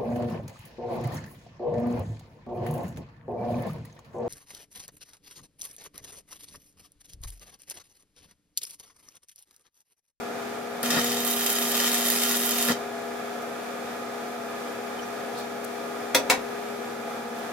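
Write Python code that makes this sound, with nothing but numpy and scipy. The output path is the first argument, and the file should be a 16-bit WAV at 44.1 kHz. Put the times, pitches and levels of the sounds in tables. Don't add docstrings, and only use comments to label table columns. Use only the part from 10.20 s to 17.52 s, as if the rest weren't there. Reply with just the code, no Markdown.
import sys
import numpy as np
from scipy import signal
from scipy.fft import rfft, irfft, next_fast_len
from scipy.io import wavfile
from scipy.ndimage import map_coordinates

SR = 44100
rng = np.random.default_rng(int(sys.argv[2]) if len(sys.argv) > 2 else 0)


def dump_mix(stems):
    frames = np.atleast_2d(stems).T
    limited = np.clip(frames, -1, 1)
    pcm = np.round(limited * 32767).astype(np.int16)
    wavfile.write(sys.argv[1], SR, pcm)


N = 322812
TIME = np.arange(N) / SR

STRIKE_S, BREAK_S = 0.63, 2.521
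MAINS_HZ = 60

# (multiple of the mains, idle level [dB], loaded level [dB],
# extra on the cold rod [dB], extra in a full surge [dB], left-right [dB])
CORE = [(4, -43.5, -35, 4, 9.5, 0), (8, -47, -50, 13, 11.5, 1)]
# (peak time [s], half length [s])
INRUSH = [(0.732, 0.1), (0.907, 0.17)]
# (time [s], half length [s], strength [0-1])
SURGES = [(0.779, 0.0062, .55), (2.507, 0.018, 0.95)]
# (multiple of the mains, idle level [dB], loaded level [dB],
# left-right before the common shift [dB])
HUM_PARTIALS = [(12, -49.5, -46.5, 2), (16, -62.5, -58.5, 10), (20, -64, -50.5, 5), (32, -68, -60, 7)]
EASE_S, EASE_HALF_S, EASE_DB = 1.3, 0.072, -4.5
THROB_DB, THROB_RISE_S = -46.5, 0.7

# (idle frequency [Hz], level [dB], left-right before the common shift [dB],
# idle left lead [rad], share of speed lost under load)
WHIR_TONES = [(409.5, -41, 9.5, 1.83, .012), (206, -58, 9.5, 0, 0.01207), (544, -54.5, -5, 0.13, .012),
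              (682, -47.5, 11, -0.23, 0.003994), (823.4, -50, -5, 1, .012), (1225, -52, -7.5, 0.43, .012),
              (1685, -56, 0, 0, .012)]
# (time [s], half length [s], change [dB])
BLADE_SWELLS = [(4, 0.62, -2), (6.4, 0.33, 2.5), (7.1, 0.34, -3.5)]
BLADE_LOAD_DB = 1.5
# (frequency [Hz], density [dB per Hz])
AIR = [(25, -31), (60, -18.5), (110, -11.5), (200, -3.5), (300, 1), (540, -2), (800, 2), (1050, -6),
       (1700, -5), (2800, -15), (6500, -19), (8000, -22.5), (14300, -25.5), (16000, -37)]
# (frequency [Hz], width [Hz], gain
# [dB])
DUCT = [(518, 103, 6.1), (697, 70, 5.4), (1297, 237, 6.4), (1717, 51, 2.6), (2395, 240, 5.5),
        (3490, 340, 3.7), (10160, 900, 1.9), (14100, 700, 2.5)]
AIR_DB = -38

# (time [s], level [dB])
CRACKLE_LEVEL = [(0.65, -31), (0.694, -37), (0.704, -31), (1.02, -34.5), (1.632, -30.5), (2.154, -32),
                 (2.16, -34.5), (2.47, -31.5)]
# (frequency [Hz], density [dB per Hz])
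CRACKLE = [(40, -50), (150, -46), (450, -1.5), (900, -6.5), (1300, -0.5), (2000, -1), (3000, -0.5),
           (4500, 0), (7000, -2.5), (9000, -4), (11000, -15), (15000, -35)]
# (frequency [Hz], density [dB per Hz])
FIZZ = [(300, -60), (6000, -13), (9000, -5), (11500, -1), (14200, 0.5), (15200, -7.5), (16200, -10)]
# (frequency [Hz], width [Hz], gain [dB])
FRAME = [(1438, 113, 4.5), (1535, 89, -14), (1840, 200, 3), (2190, 170, -4), (2470, 140, 0.5),
         (2700, 220, 0.5), (3160, 230, 6), (3370, 100, -9), (3750, 280, 5.5), (4190, 330, -5.5),
         (6000, 200, -3), (6860, 230, 6), (7450, 300, -3)]
# (at the strike [dB], at the break [dB])
PULSE_DB = (2, 4)
CURRENT_LAG_S = 0.00043
HOT_S, HEATING_S, COLD_FIZZ_DB, HOT_FIZZ_DB = 1.03, 0.027, -36.5, -32
LIFT_S = 2.47

# (time [s], snap level before the common gain [dB], crackle level before the common trim [dB])
DROPS = [(0.63, -19.5, -29), (0.7046, -20, -19.5), (0.8448, -19.5, -22), (0.9183, -21, -30),
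         (1.049, -18, -36), (1.0758, -19, -34), (1.263, -15.5, -18), (1.301, -15.5, -38),
         (1.5168, -18, -28), (1.5677, -24, -26), (1.7168, -18, -29), (1.8091, -22, -26), (1.884, -18, -27),
         (1.901, -12, -26), (2.0351, -16, -22.5), (2.0925, -17, -31), (2.2337, -20, -31),
         (2.2915, -17, -25), (2.309, -17, -31), (2.3828, -18, -30), (2.4256, -15, -27), (2.45, -19, -29),
         (2.4836, -21, -26)]
# (frequency [Hz], density [dB per Hz])
DROP_BURST = [(40, -36), (200, -29), (900, -12), (3000, -2.5), (8000, 0), (13500, 5.5), (16000, -7)]
SHORT_S, SHORT_DB = 0.0094, -2

# (time [s], half length [s], roar level [dB], sputter level [dB])
FLARES = [(0.636, 0.0044, -39, -34), (0.763, 0.045, -41, -34), (0.748, 0.0027, -42, -34),
          (0.775, 0.006, -29, -32), (0.792, 0.0042, -37, -31), (2.49, 0.007, -45, -30),
          (2.511, 0.014, -28.5, -32)]
# (frequency [Hz], density [dB per Hz])
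ROAR = [(30, -32), (65, -20), (120, -3.5), (240, 8.5), (400, -6.5), (800, -3), (2000, -28)]
# (frequency [Hz], density [dB per Hz])
SPUTTER = [(40, -40), (200, -18), (500, 4.5), (700, 0.5), (1000, -2.5), (1350, 4.5), (1900, 2),
           (2500, -7.5), (3600, -9), (5100, -4.5), (6200, -22), (9000, -22)]

# (time [s], half length [s], centre [Hz], width [octaves], level [dB])
RUSTLES = [(3.225, .005, 9000, .8, -52), (4.797, .008, 3050, .04, -46), (4.833, .012, 5800, .04, -51),
           (5.196, 0.036, 4300, 0.45, -49.5), (5.2, .03, 3650, .03, -56), (5.195, .025, 4250, .05, -54),
           (5.195, .016, 10000, .7, -49), (5.448, .0035, 10000, 0.7, -40), (5.81, .03, 8000, .8, -59),
           (7.19, .01, 12000, .5, -55)]

# (time [s], snap level [dB], rebound time [s], rebound level [dB])
NOTCHES = [(5.9465, -15, 5.963, -29.5), (6.098, -15, 6.118, -23.5)]
# (frequency [Hz], density [dB per Hz])
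CLACK = [(30, -32), (100, -17), (250, -11), (500, -8), (900, 0), (1300, -7.5), (2300, -5), (3000, -7),
         (3800, -8), (5000, -10), (8000, -12.5), (13500, -16.5), (16000, -19)]
# (frequency [Hz], width [Hz], first notch [dB], second notch [dB])
HOUSING = [(526, 97, 6, 8), (960, 86, -1, 4), (2250, 200, 0, 3), (2560, 220, 3.5, 3.5),
           (2950, 330, -6.5, -1), (3520, 300, 5.5, -2), (3780, 300, 0, 5.5), (4400, 300, 1, -2),
           (4750, 300, 0, 3), (5800, 400, 5, -2), (6260, 450, 2, 4.5), (13600, 1400, 5, 2)]
# (frequency [Hz], density [dB per Hz])
REBOUND = [(40, -22), (110, -16), (260, -6.5), (700, 3), (1800, -3), (4000, -14), (12000, -30)]
# (frequency [Hz], t60 [s], first notch [dB], second notch [dB])
CASE = [(52, 0.61, -44, -38), (273, 0.41, -13.5, -19.5), (426, 0.14, -28, -8.5), (515, 0.25, -6, -9),
        (551, 0.61, -15, -23), (644, 0.28, -13, -13), (713, 0.15, -12, -4.5), (955, 0.23, -8, -5.5),
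        (1455, .17, -26, -10), (1870, .18, -20, -13), (1990, .18, -17, -12), (2210, .2, -17, -11),
        (2580, .18, -15, -16), (3360, .16, -16, -24), (3520, 0.12, -7, -24), (3800, 0.15, -25, -14)]

# (frequency [Hz], t60 [s])
SHOP = [(100, 0.62), (500, 0.25), (2000, 0.19), (6000, 0.17), (14000, 0.12)]
# (frequency [Hz], side-mid [dB])
WIDTH = [(40, -3), (130, -24), (260, -7), (600, -11.5), (1300, -3), (3000, -1), (7000, 0)]
# (frequency [Hz], left-right [dB])
PORTS = [(100, 1), (500, 2), (1300, -.5), (4500, 1.5), (10500, -1), (12400, -12), (14000, -17.5),
         (15800, -10)]
TOP_HZ = 15900
LEFT_LAG_S, ECHO_S = 0.00006, 0.00159
MIRROR_DB, SCATTER_DB = -11.5, -2


def amp(db):
    return 10 ** (np.asarray(db) / 20)


def unit(x):
    return x / np.sqrt(np.mean(np.atleast_2d(x)[0] ** 2) + 1e-20)


def along(points, hz):
    f, v = np.transpose(points)
    return np.interp(np.log(hz + 1), np.log(f + 1), v)


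def bell(x, centre, width):
    return np.exp(-0.5 * ((x - centre) / width) ** 2)


def bumps(rows):
    return sum(height * bell(TIME, s, half) for s, half, height in rows)


def wobble(rate):
    knots = rng.standard_normal(int(N * rate / SR) + 4)
    return map_coordinates(knots, [TIME * rate])


def filtered(x, response):
    m = next_fast_len(x.shape[-1] + SR // 4)
    return irfft(rfft(x, m) * response(np.fft.rfftfreq(m, 1 / SR)), m)[..., :x.shape[-1]]


def coloured(pair, spectrum, resonances=()):
    def response(hz):
        db = along(spectrum, hz)
        db = db + sum(gain * bell(hz, centre, width / 2) for centre, width, gain in resonances)
        return amp([db, db + along(WIDTH, hz)])
    return filtered(pair, response)


def noise(spectrum, resonances=()):
    return unit(coloured(rng.standard_normal((2, N)), spectrum, resonances))


def tone(phase, pan_db, lead):
    left = amp(pan_db / 2) * np.sin(phase + lead / 2)
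    right = amp(-pan_db / 2) * np.sin(phase - lead / 2)
    return np.array([left + right, left - right]) / np.sqrt(2)


def add(track, s, sound):
    part = track[..., round(s * SR):][..., :sound.shape[-1]]
    part += sound[..., :part.shape[-1]]


def load(rise, fall):
    return np.clip((TIME - STRIKE_S) / rise, 0, 1) * np.exp(-np.maximum(TIME - BREAK_S, 0) / fall)


def walls(x):
    hz, t, z = signal.stft(rng.standard_normal((2, SR // 3)), SR, nperseg=256)
    decay = amp(-60 * t / along(SHOP, hz)[:, None])
    tail = signal.istft(z * decay, SR, nperseg=256)[1]
    return signal.fftconvolve(x[None], tail / np.linalg.norm(tail[0]), axes=1)[:, :N]


def in_shop(x, wet_db):
    direct = np.array([x, 0 * x])
    return (direct + amp(wet_db) * walls(x)) / np.hypot(1, amp(wet_db))


def from_arc(x, wet_db):
    direct = np.array([np.roll(x, round(LEFT_LAG_S * SR)), x])
    strength = amp(MIRROR_DB) + amp(SCATTER_DB) * rng.choice([-1, 1], (2, N))
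    left, right = direct + np.roll(direct, round(ECHO_S * SR), axis=1) * strength
    pair = np.array([left + right, left - right]) / np.sqrt(2) + amp(wet_db) * walls(x)
    return pair / np.linalg.norm(amp([0, MIRROR_DB, SCATTER_DB, wet_db]))


def transformer(waver_db=2.5, fundamental_db=-17, throb_hz=225):
    current, mains = load(rise=0.008, fall=0.018), 2 * np.pi * MAINS_HZ * TIME
    surge = bumps(SURGES)
    ease_db = EASE_DB * bell(TIME, EASE_S, EASE_HALF_S)
    out = 0
    for (order, idle_db, loaded_db, cold_db, surge_db, pan_db), (s, half) in zip(CORE, INRUSH):
        change_db = loaded_db - idle_db + cold_db * bell(TIME, s, half) + surge_db * surge + ease_db
        level = amp(idle_db + current * change_db)
        out = out + level * tone(order * mains, pan_db, 0)
    out = out + level * amp(fundamental_db) * tone(2 * mains, 0, 0)
    for order, idle_db, loaded_db, pan_db in HUM_PARTIALS:
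        phase = order * mains + 2 * np.pi * rng.random() + 0.067 * wobble(5.3)
        level = amp(idle_db + (loaded_db - idle_db) * current + waver_db * wobble(6))
        out = out + level * tone(phase, pan_db - 2.0, 0)
    growth = 1 - np.exp(-np.maximum(TIME - NOTCHES[0][0], 0) / THROB_RISE_S)
    throb = tone(2 * np.pi * throb_hz * TIME + 0.5 * wobble(3.4), 0, 0)
    return out + amp(THROB_DB) * growth * throb


def fan_and_motor(waver_db=1.4, flutter_rad=0.1):
    sag, drift = load(rise=0.291, fall=0.196), 0.000697 * wobble(2.01)
    blade_db = BLADE_LOAD_DB * sag + bumps(BLADE_SWELLS)
    out = 0
    for row, (hz, db, pan_db, lead, slip) in enumerate(WHIR_TONES):
        speed = 1 - slip * sag + drift
        phase = 2 * np.pi * np.cumsum(hz * speed) / SR + flutter_rad * wobble(15)
        swell_db = blade_db if row == 0 else waver_db * wobble(3.95)
        out = out + amp(db + swell_db) * tone(phase, pan_db - 3.0, lead * (1 - 0.68 * sag))
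    return out + amp(AIR_DB + 0.52 * wobble(10)) * noise(AIR, DUCT)


def sparks(per_second, scatter_db, surge_db):
    fired = rng.random(N) < per_second / SR
    size = amp(scatter_db * np.clip(rng.standard_normal(N), -2.5, 2.5))
    return unit(fired * size * rng.choice([-1, 1], N) * amp(surge_db))


def arc(unrest_db=1.5, spit_db=2.0, burst_db=-2, burst_s=0.006, lift_db=-8, shimmer_db=1.5):
    pulse_db = np.interp(TIME, [STRIKE_S, BREAK_S], PULSE_DB)
    pulse = np.sin(2 * np.pi * 2 * MAINS_HZ * (TIME - CURRENT_LAG_S))
    surge_db = pulse_db * pulse + unrest_db * wobble(90) + spit_db * wobble(500)
    shorted = sum(bell(TIME, s - SHORT_S / 2, SHORT_S / 2) for s, *_ in DROPS)
    burning = load(rise=0.0035, fall=0.0034) * amp(SHORT_DB * shorted)

    steady_db = np.interp(TIME, *np.transpose(CRACKLE_LEVEL))
    bursts = sum(amp(db + burst_db) * (TIME >= s) * np.exp(-np.abs(TIME - s) / burst_s)
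                 for s, _, db in DROPS)
    crackle_level = np.hypot(burning * amp(steady_db), bursts)
    crackle = crackle_level * sparks(per_second=3500, scatter_db=5.5, surge_db=surge_db)

    heat = np.clip((TIME - HOT_S) / HEATING_S + 0.5, 0, 1)
    fizz_db = COLD_FIZZ_DB + (HOT_FIZZ_DB - COLD_FIZZ_DB) * heat
    fizz_db = fizz_db + lift_db * np.interp(TIME, [LIFT_S, BREAK_S], [0, 1])
    fizz = burning * amp(fizz_db) * sparks(per_second=6000, scatter_db=7.0, surge_db=surge_db)

    body = unit(coloured(from_arc(crackle, wet_db=1.0), CRACKLE, FRAME))
    top = coloured(from_arc(fizz, wet_db=4.5), FIZZ)
    bright = filtered(top, lambda hz: bell(hz, 13800, 1100))
    shimmer = amp(shimmer_db * wobble(12.04))
    top = unit(bright * shimmer + (top - bright) / shimmer)
    return np.std(crackle) * body + np.std(fizz) * top


def pops(life_s=0.001, level_db=9, cluster_db=5):
    track, t = np.zeros(N), np.arange(SR // 100) / SR
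    for s, db, _ in DROPS:
        cluster = rng.laplace(size=len(t)) * np.exp(-t / life_s)
        burst = amp(cluster_db) * cluster / np.linalg.norm(cluster)
        burst[0] = 1
        add(track, s, amp(db + level_db) * burst)
    return coloured(from_arc(track, wet_db=0), DROP_BURST)


def flares():
    burning = load(rise=0.005, fall=0.015)
    roar = sum(amp(db) * bell(TIME, s, half) for s, half, db, _ in FLARES) + amp(-51.0) * burning
    sputter = sum(amp(db) * bell(TIME, s, half) for s, half, _, db in FLARES) + amp(-45.0) * burning
    lit = load(rise=0.0047, fall=0.1)
    grain = unit(amp(0.91 * wobble(300)) * noise(SPUTTER, FRAME))
    return lit * (roar * noise(ROAR) + sputter * grain)


def rustles():
    out, t = np.zeros((2, N)), np.arange(SR // 3) / SR
    for s, half, centre_hz, octaves, db in RUSTLES:
        grains = rng.laplace(size=(2, len(t)))
        scuff = unit(filtered(grains, lambda hz: bell(np.log2(hz + 1), np.log2(centre_hz), octaves)))
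        add(out, s - t.mean(), amp(db) * bell(t, t.mean(), half) * scuff)
    return out


def switch(snap_s=0.0047, rattle_s=0.014, rattle_db=-11, slide_db=-21, rebound_s=0.0068):
    clacks, thuds, rings = 0, np.zeros(N), np.zeros((2, N))
    t = np.arange(SR // 2) / SR
    rise = 1 - np.exp(-t / 0.0015)
    blow = rise * (np.exp(-t / snap_s) + amp(rattle_db) * np.exp(-t / rattle_s))
    for notch, (s, db, back_s, back_db) in enumerate(NOTCHES):
        snap = np.zeros(N)
        slide = np.exp(-t / 0.0025) * rng.standard_normal(len(t))
        add(snap, s - 0.002, amp(db + slide_db) * slide)
        add(snap, s, amp(db) * blow * rng.standard_normal(len(t)))
        housing = [(hz, width, notch_db[notch]) for hz, width, *notch_db in HOUSING]
        clacks = clacks + coloured(in_shop(snap, wet_db=-1), CLACK, housing)
        thud = rise * np.exp(-t / rebound_s) * rng.standard_normal(len(t))
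        add(thuds, back_s, amp(back_db) * thud)
        for hz, t60, *mode_db in CASE:
            decay = amp(db + mode_db[notch] - 60 * t / t60)
            mode = np.sin(2 * np.pi * (hz * t + rng.random((2, 1)))) * amp([[0], [along(WIDTH, hz)]])
            add(rings, s, decay * (1 - np.exp(-t / 0.0048)) * mode)
    rebounds = coloured(in_shop(thuds, wet_db=2), REBOUND)
    return amp(16.5) * (clacks + rebounds) + rings


def scene():
    mid, side = transformer() + fan_and_motor() + arc() + pops() + flares() + rustles() + switch()
    return np.array([mid + side, mid - side])


def record(dry):
    def response(hz):
        ratio = amp(along(PORTS, hz))
        balance = np.array([ratio, np.ones_like(hz)]) * np.sqrt(2 / (1 + ratio ** 2))
        return balance * (hz < TOP_HZ)
    return filtered(dry, response)


dry = scene()
out = record(dry)
dump_mix(out)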